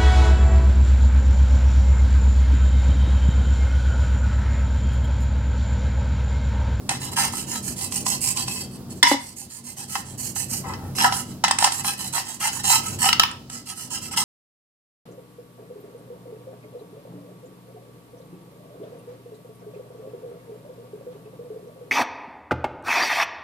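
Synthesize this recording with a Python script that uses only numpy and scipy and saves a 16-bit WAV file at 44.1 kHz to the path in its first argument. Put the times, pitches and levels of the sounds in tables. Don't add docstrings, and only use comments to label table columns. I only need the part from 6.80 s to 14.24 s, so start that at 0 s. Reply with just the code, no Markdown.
import sys
import numpy as np
from scipy import signal
from scipy.fft import rfft, irfft
from scipy.io import wavfile

SR = 44100
rng = np.random.default_rng(int(sys.argv[2]) if len(sys.argv) > 2 else 0)


def unload_wav(signal):
    wavfile.write(
        sys.argv[1],
        SR,
        np.round(np.clip(np.atleast_2d(signal).T, -1, 1) * 32767).astype(np.int16),
    )


N = 328104
T = np.arange(N) / SR


# (start [s], bristle hiss before trim [dB])
STROKE_STARTS = [(0.086, -37.5), (0.198, -36), (0.312, -38.5), (0.358, -27), (0.518, -33.5), (0.66, -33.5),
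                 (0.821, -34.5), (0.957, -32.5), (1.106, -30.5), (1.246, -28.5), (1.404, -26.5),
                 (1.545, -32), (1.662, -36.5), (1.896, -51), (2.096, -45.5), (2.149, -53), (2.262, -29),
                 (2.381, -44), (2.557, -40.5), (2.683, -44.5), (2.831, -41.5), (2.957, -40.5),
                 (3.075, -35.5), (3.242, -45.5), (3.373, -33.5), (3.547, -31), (3.683, -31), (3.85, -47.5),
                 (4.148, -29), (4.306, -32.5), (4.448, -52), (4.788, -27.5), (4.905, -33), (5.035, -29.5),
                 (5.168, -34.5), (5.323, -29.5), (5.446, -39.5), (5.592, -28), (5.713, -34.5), (5.83, -22),
                 (6.016, -34.5), (6.183, -25), (6.693, -40.5), (6.852, -37.5), (6.952, -39.5),
                 (7.098, -34.5), (7.207, -38), (7.308, -36.5), (7.36, -26.5)]
BRUSH_LIFTS = [0.358, 1.876, 1.994, 2.215, 2.352, 3.829, 3.95, 4.57, 6.328, 6.848, 7.36, 7.458]
REVERSAL_S = 0.008


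def strokes():
    stops = [start for start, _ in STROKE_STARTS] + list(BRUSH_LIFTS)
    pushing = True
    for start, hiss_db in STROKE_STARTS:
        end = min(stop for stop in stops if stop > start)
        yield start, end - start - REVERSAL_S, hiss_db, pushing
        pushing = end in BRUSH_LIFTS or not pushing


# (time [s], level [dB])
RING_FREEDOM = [(0.2, 3.5), (0.85, -5.5), (1.4, -3.5), (1.7, 5), (2.4, -10.5), (3.1, -1), (3.4, -13),
                (4.15, 1), (4.9, 0.5), (5.6, 2), (6.85, -2.5), (7.36, 2.5)]
# (frequency [Hz], level [dB])
FLICK_TONE = [(1000, -3), (1800, -0.5), (2800, 4), (5000, 6)]
# swell from start to end [dB], shell ring over hiss before grip [dB], bite (under 1 peaks early)
PUSH, PULL = (-0.027, -2.3, 0.87), (0.76, -6.5, 0.77)
STROKE_ARCH = 0.95
LANDING_S, LANDING_SWELL_DB = 0.022, -12


def scrubbing(far_db=-10, spot_count=3, hiss_trim_db=-1.5, ringing_share=0.14):
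    out = np.zeros((2, N))
    for start, length, hiss_db, pushing in strokes():
        swell_db, ring_db, bite = PUSH if pushing else PULL
        if pushing and any(start < knock[0] < start + LANDING_S for knock in KNOCK_EVENTS):
            swell_db = LANDING_SWELL_DB
        free_db = value_at(RING_FREEDOM, start)
        force = friction(length, swell_db, rate=6000, grain_db=1.5, catch_db=1.6,
                         arch=STROKE_ARCH, bite=bite, catch_rate=211.5)
        flutter = undb(1.3 * wander(T[:len(force)], rate=55))
        force = force * flutter

        near_hiss = bristles(force, length)
        far_force = force * rng.standard_normal(len(force))
        far_hiss = bristles(far_force, length, spot_count=1)
        hiss = near_hiss + undb(far_db) * far_hiss
        add(out, start, level(hiss, hiss_db + hiss_trim_db, length))

        times = np.linspace(start, start + length, spot_count)
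        spots = [shell(time, scatter_db=3, panel_db=-14) for time in times]
        rings_shell = rng.random(len(force)) < ringing_share
        metal = sliding(force * flutter * rings_shell, length, spots)
        metal = colour(metal, FLICK_TONE)
        add(out, start, level(metal, hiss_db + ring_db + free_db, length))
    return out


# (frequency [Hz], level [dB per Hz])
BRISTLE_TONE = [(500, -55), (900, -32.5), (2300, -14), (3000, -10), (3600, -32), (4200, -5), (5300, -6),
                (6300, -1.5), (8000, 3), (9200, -1.5), (10500, -4.5), (12500, -9), (15200, -15),
                (16500, -35)]


def bristles(force, length, snap_db=-8, spot_count=2):
    t = T[:SR // 30]
    fizz = [pair(len(t), spread=1) * decay(t, t60=0.025) for _ in range(spot_count)]
    fizz = [spot / np.linalg.norm(spot[0]) for spot in fizz]
    ticks = undb(snap_db) * force
    return colour(ticks + sliding(force, length, fizz), BRISTLE_TONE)


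def friction(length, swell_db, rate, grain_db, catch_db, arch=0.46, bite=0.74, catch_rate=130):
    t = T[:SR // 3]
    travel = np.minimum(t / length, 1)
    speed = abs(np.sin(np.pi * travel ** bite))
    happens = rng.random(len(t)) < rate / SR
    slips = happens * rng.standard_normal(len(t))
    slips = slips * undb(grain_db * rng.standard_normal(len(t)))
    return slips * speed ** arch * undb(swell_db * travel + catch_db * wander(t, catch_rate))


# (time [s], place [-1 open rim, 0 broad face, 1 narrow spine])
SHELL_TURN = [(0.1, 0.11), (0.6, -0.51), (1.1, 1), (1.8, 0.82), (2.7, 0.66), (3.16, 0.0083), (3.9, 0.22),
              (4.25, -0.68), (4.8, -0.034), (6.0, -0.1), (6.3, -1.2), (6.9, -1.27), (7.4, -0.51)]
# (frequency [Hz], time to fall 60 dB [s], level from rim [dB], from face [dB], from spine [dB])
SHELL_MODES = [(770.5, 0.093, -1, -1.5, -7), (799.7, 0.11, 4, 4, 1.5), (868, 0.061, -5, 5, -26),
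               (950, 0.017, -54, 7, -10), (967, 0.065, 7, 2.5, -10), (1026, 0.056, -2, 4, 7.5),
               (1291, 0.094, 4.5, -12, -38), (1310, 0.059, 7.5, -1.5, -28.5), (1460, 0.027, -8, -7.5, -47),
               (1621, 0.088, -3.5, -7, -28), (1792, 0.041, -1, 2, -12), (1810, 0.011, -3, -7, -29),
               (2034, 0.05, -0.5, 0.5, -1.5), (2604, 0.061, -4.5, -4, 2), (2830, 0.019, 2.5, -5.5, -7),
               (2970, 0.077, 2.5, -4.5, -9.5), (2956, 0.051, -4.5, -23, -5.5), (3235, 0.08, -2, -4, -2),
               (3977, 0.062, -6, -1, -8), (4510, 0.08, -6, -16, 5.5), (5176, 0.12, 3, -10, -15.5),
               (5336, 0.052, 4.5, -3, 3)]


def shell(time, scatter_db=-1.4, panel_db=-6):
    hz, t60, *place_db = np.transpose(SHELL_MODES)
    place = np.clip(value_at(SHELL_TURN, time), -1, 1)
    shares = np.maximum(1 - abs(place - np.array([-1, 0, 1])), 0)
    power = shares @ undb(place_db) ** 2
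    return sheet_metal(hz, t60, power, scatter_db=scatter_db, panel_db=panel_db)


# (frequency [Hz], level [dB per Hz])
PANEL_TONE = [(300, -16), (550, -56.5), (760, 4), (1900, -4), (2350, -13), (5200, 9.5), (12000, -17.5)]


def sheet_metal(hz, t60, power, scatter_db=-2.3, spread=0.52, panel_db=-5, panel_t60=0.2):
    t = T[:SR // 7]
    t60 = np.minimum(t60, np.minimum(330 / hz, 0.1))
    size, lag, lean, grip = rng.standard_normal((4, len(hz)))
    hz = hz * (1 + 0.013 * grip * np.minimum(hz / 3000, 1))
    gain = np.sqrt(power / t60) * undb(scatter_db * size)
    waves = np.exp((2j * np.pi * hz - np.log(1000) / t60)[:, None] * t)
    side_shift = np.outer([1, -1], spread * (1j * lag + lean / 2))
    sides = np.exp(side_shift * np.minimum(hz / 1500, 1))
    signs = rng.choice([-1, 1], len(hz))
    modes = ((sides * gain * signs) @ waves).imag
    modes = colour(modes, [(300, -40.5), (550, -8.5), (750, -2.0)])
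    panels = colour(pair(len(t), spread=0.81) * decay(t, panel_t60), PANEL_TONE)
    return unit(modes) + undb(panel_db) * unit(panels)


# (time [s], shell ring before trim [dB], click before trim [dB])
KNOCK_EVENTS = [(0.092, -19, -16), (0.374, -20, -40), (0.536, -26, -42), (1.122, -28.5, -24),
                (1.265, -20.5, -20), (1.496, -42, -37), (1.571, -27, -18), (1.681, -26, -24),
                (2.229, -29, -11.5), (3.154, -18, -40), (3.561, -31.5, -45), (3.936, -31, -48),
                (4.185, -19, -35), (4.324, -15.5, -40), (4.639, -9, -19), (4.647, -14.5, -28),
                (4.681, -18, -21.5), (4.71, -9.5, -12), (4.786, -20, -13.5), (4.825, -12, -20),
                (4.843, -9.5, -10), (4.921, -28, -18), (5.046, -22.5, -48), (5.336, -36, -28),
                (6.512, -35, -34), (6.699, -36.5, -31), (7.373, -26, -31)]
# (frequency [Hz], level [dB per Hz])
CLICK_TONE = [(400, -5), (900, -29), (1700, -13), (2400, 9.5), (5300, 11), (8500, 16.5), (11000, 1.5),
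              (16000, -29)]


def knocking(contact_t60=0.0048, click_t60=0.0114, chatter_s=0.0044, ring_trim_db=-2.0, click_trim_db=-4.5):
    out, t = np.zeros((2, N)), T[:SR // 4]
    for time, ring_db, click_db in KNOCK_EVENTS:
        force = rng.standard_normal(len(t)) * decay(t, contact_t60)
        force[0] += 12
        click_fade = decay(np.maximum(t - chatter_s, 0), click_t60)
        click = colour(pair(len(t), spread=0.54) * click_fade, CLICK_TONE)
        metal = ring(force, shell(time)) * decay(t, t60=0.25)
        add(out, time, level(metal, ring_db + ring_trim_db, seconds=0.0031))
        add(out, time, level(click, click_db + click_trim_db, seconds=0.0049))
    return out


# (start [s], end [s], shell ring [dB], corner above which the contact is dull [Hz])
DRAG_EVENTS = [(0.096, 0.133, -30, 3020), (0.368, 0.44, -29, 2000), (3.836, 3.953, -35.5, 1850),
               (3.973, 4.107, -46, 1270), (4.184, 4.284, -26, 6000), (4.229, 4.274, -17.5, 1330),
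               (6.234, 6.258, -28.5, 880), (6.252, 6.277, -21, 4000), (4.847, 4.887, -24, 7000),
               (6.396, 6.446, -32.5, 7000)]


def dragging():
    out = np.zeros((2, N))
    for start, end, ring_db, corner_hz in DRAG_EVENTS:
        length = end - start
        force = friction(length, 0, rate=1800, grain_db=3, catch_db=3.0)
        spots = [shell(time, panel_db=-8) for time in (start, end)]
        sound = colour(sliding(force, length, spots), [(corner_hz, 0), (4 * corner_hz, -24)])
        add(out, start, level(sound, ring_db, length))
    return out


# (time [s], level [dB], corner above which the tap is dull [Hz])
RIM_TAPS = [(6.288, -14.5, 5000), (6.328, -13, 6500), (6.3955, -7.5, 8000), (6.4335, -13.5, 3500)]


def tapping(contact_s=0.0015, choke_t60=0.04, click_db=-5):
    out, t = np.zeros((2, N)), T[:SR // 8]
    contact = t / contact_s * np.exp(-t / contact_s)
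    for time, tap_db, corner_hz in RIM_TAPS:
        force = rng.standard_normal(len(t)) * contact
        clack = unit(ring(force, shell(time)) * decay(t, choke_t60))
        click = unit(pair(len(t), spread=1) * contact)
        tone = [(750, -11), (1200, 0), (2200, -7), (2900, 1), (corner_hz, 0), (2 * corner_hz, -12)]
        sound = colour(clack + undb(click_db) * click, tone)
        add(out, time, level(sound, tap_db, seconds=4 * contact_s))
    return out


# (start [s], end [s], clang [dB], grinding [dB])
CLASH_EVENTS = [(2.228, 2.349, -10.5, -20), (4.638, 4.692, -22.5, -34)]
# (frequency [Hz], time to fall 60 dB [s], level [dB])
LYING_MODES = [(957, 0.097, 0.5), (988, 0.054, 0), (1640, 0.033, -10), (1800, 0.013, 0), (1992, 0.068, 1.5),
               (2077, 0.05, 1), (2920, 0.025, -1.5), (3447, 0.051, 1), (3950, 0.054, -3),
               (4540, 0.05, -9.5), (5330, 0.031, 1.5), (5790, 0.05, -7.5)]


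def clashing(contact_t60=0.04, shift_db=5.0):
    out, t = np.zeros((2, N)), T[:SR // 4]
    hz, t60, mode_db = np.transpose(LYING_MODES)
    for start, end, clang_db, grind_db in CLASH_EVENTS:
        length = end - start
        blow = rng.standard_normal(len(t)) * decay(t, contact_t60)
        struck = sheet_metal(hz, t60, undb(mode_db) ** 2, panel_db=0.0)
        clang = ring(blow, struck) * decay(t, t60=0.053)
        add(out, start, level(clang, clang_db, seconds=0.015))

        slide = friction(length, 0, rate=2200, grain_db=4, catch_db=4.0, arch=0.55, bite=0.42)
        upper = np.where(hz > hz[1], 1, -1)
        tilts_db = [mode_db + way * shift_db * upper for way in (-1, 1)]
        spots = [sheet_metal(hz, t60, undb(db) ** 2, panel_db=-8.5) for db in tilts_db]
        add(out, start, level(sliding(slide, length, spots), grind_db, length))
    return out


# (time [s], level [dB])
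TABLE_THUMPS = [(2.231, -25), (2.3153, -11), (2.343, -23)]
# (frequency [Hz], time to fall 60 dB [s], level [dB])
TABLE_MODES = [(98.3, 0.99, -3.5), (133.6, 0.39, 4), (194, 0.19, 5), (237.3, 0.31, 2.5), (273.2, 0.21, -5),
               (552, 0.031, 1.5), (822, 0.036, 0), (867, 0.028, -3)]
# (frequency [Hz], level [dB per Hz])
DROP_TONE = [(100, -37), (200, -34), (280, 5.5), (1500, 4), (4000, 1)]
# (time [s], rumble before trim and jolts [dB])
HAND_WEIGHT = [(0.0, -34), (2.18, -36), (2.22, -46), (2.76, -47), (3.96, -32.5), (5.51, -44), (6.15, -35),
               (6.92, -46.5), (7.44, -38)]
# (frequency [Hz], level [dB per Hz])
CLOTH_TONE = [(20, -20), (52, -12.5), (68, -5.5), (120, -2), (230, -2.5), (340, -6.5), (500, -14),
              (900, -20.5), (2000, -35.5)]


def table(rustle_db=-1, jolt_db=1.5, jolt_rate=18, rumble_trim_db=-0.44):
    out, t = np.zeros((2, N)), T[:SR // 3]
    top = sum(undb(db) * np.sin(2 * np.pi * hz * t) * decay(t, t60) for hz, t60, db in TABLE_MODES)
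    for time, thump_db in TABLE_THUMPS:
        add(out, time, level(colour([top, top], DROP_TONE), thump_db, seconds=0.00262))
    rub = colour(pair(N, spread=0.0195), CLOTH_TONE)
    resonance = unit(ring(rub, top))
    rustle = unit(colour(pair(N, spread=0.22), CLOTH_TONE))
    rumble = unit(resonance + undb(rustle_db) * rustle)
    rumble_db = value_at(HAND_WEIGHT, T) + jolt_db * wander(T, jolt_rate) + rumble_trim_db
    return out + rumble * undb(rumble_db)


# (frequency [Hz], level [dB per Hz])
AIR_TONE = [(120, -2), (400, 10.5), (2000, 8.5), (5000, 19.5), (16000, -8)]


def room_air(air_db=-57.5):
    return unit(colour(pair(N, spread=1.0), AIR_TONE)) * undb(air_db)


def room(x, t60=0.35, treble_t60=0.24, wet_db=-12.3, gap_s=0.0036):
    t = T[:SR // 2]
    noise = rng.standard_normal((2, len(t)))
    low = signal.sosfiltfilt(signal.butter(2, 7000, fs=SR, output="sos"), noise)
    treble = noise - low
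    tail = (low * decay(t, t60) + treble * decay(t, treble_t60)) * (t > gap_s)
    wet = ring(x, tail / np.linalg.norm(tail[0]))
    wet = colour(wet, [(200, -12.0), (1000, 5.5), (5000, 3), (9000, 1.5), (15000, 4.5)])
    return x + undb(wet_db) * wet


def sliding(force, length, spots):
    along = np.minimum(T[:len(force)] / length, 1) * (len(spots) - 1)
    shares = [np.sqrt(np.maximum(1 - abs(along - k), 0)) for k in range(len(spots))]
    return sum(ring(force * share, spot) for share, spot in zip(shares, spots))


def wander(t, rate):
    return np.interp(t * rate, np.arange(len(t)), rng.standard_normal(len(t)))


def ring(x, response):
    return signal.fftconvolve(np.atleast_2d(x), np.atleast_2d(response), axes=-1)[:, :np.shape(x)[-1]]


def colour(x, points, size=2048):
    cepstrum = irfft(np.log(undb(contour(points, np.fft.rfftfreq(size, 1 / SR)))))
    cepstrum[1:size // 2] *= 2
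    cepstrum[size // 2 + 1:] = 0
    return ring(x, irfft(np.exp(rfft(cepstrum))))


def contour(points, hz):
    f, db = np.transpose(points)
    return np.interp(np.log(hz + 1), np.log(f), db)


def value_at(rows, time):
    return np.interp(time, *np.transpose(rows))


def decay(t, t60):
    return np.exp(-np.log(1000) * t / t60)


def pair(n, spread):
    mid, side = rng.standard_normal((2, n))
    return np.array([mid + spread * side, mid - spread * side])


def undb(db):
    return 10 ** (np.asarray(db) / 20)


def unit(x):
    return x / np.sqrt(np.mean(x ** 2) + 1e-18)


def level(x, db, seconds):
    return x * undb(db) / np.sqrt(np.mean(x.mean(0)[:int(seconds * SR)] ** 2) + 1e-18)


def add(out, start, x):
    i = max(int(start * SR), 0)
    out[:, i:i + x.shape[1]] += x[:, :N - i]


def scene():
    air = room_air()
    work = scrubbing() + dragging() + knocking() + tapping() + clashing() + table()
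    return room(work) + air


# (frequency [Hz], level [dB])
MIC_BALANCE = [(200, 0), (750, 2.5), (1300, -1), (2600, 1), (5400, 1.5), (6500, -6), (8000, -17),
               (15000, -10.5)]
TOP_HZ = 15900


def record(dry, delay_samples=4):
    hz = np.fft.rfftfreq(N, 1 / SR)
    lean = undb(contour(MIC_BALANCE, hz))
    left = lean * np.exp(-2j * np.pi * hz * delay_samples / SR)
    right = np.ones(len(hz))
    ports = np.array([left, right]) * 2 / (1 + lean)
    heard = np.clip(irfft(rfft(dry) * ports, N), -1, 1)
    return signal.sosfilt(signal.ellip(8, .2, 70, TOP_HZ, fs=SR, output="sos"), heard)


dry = scene()
out = record(dry)
unload_wav(out)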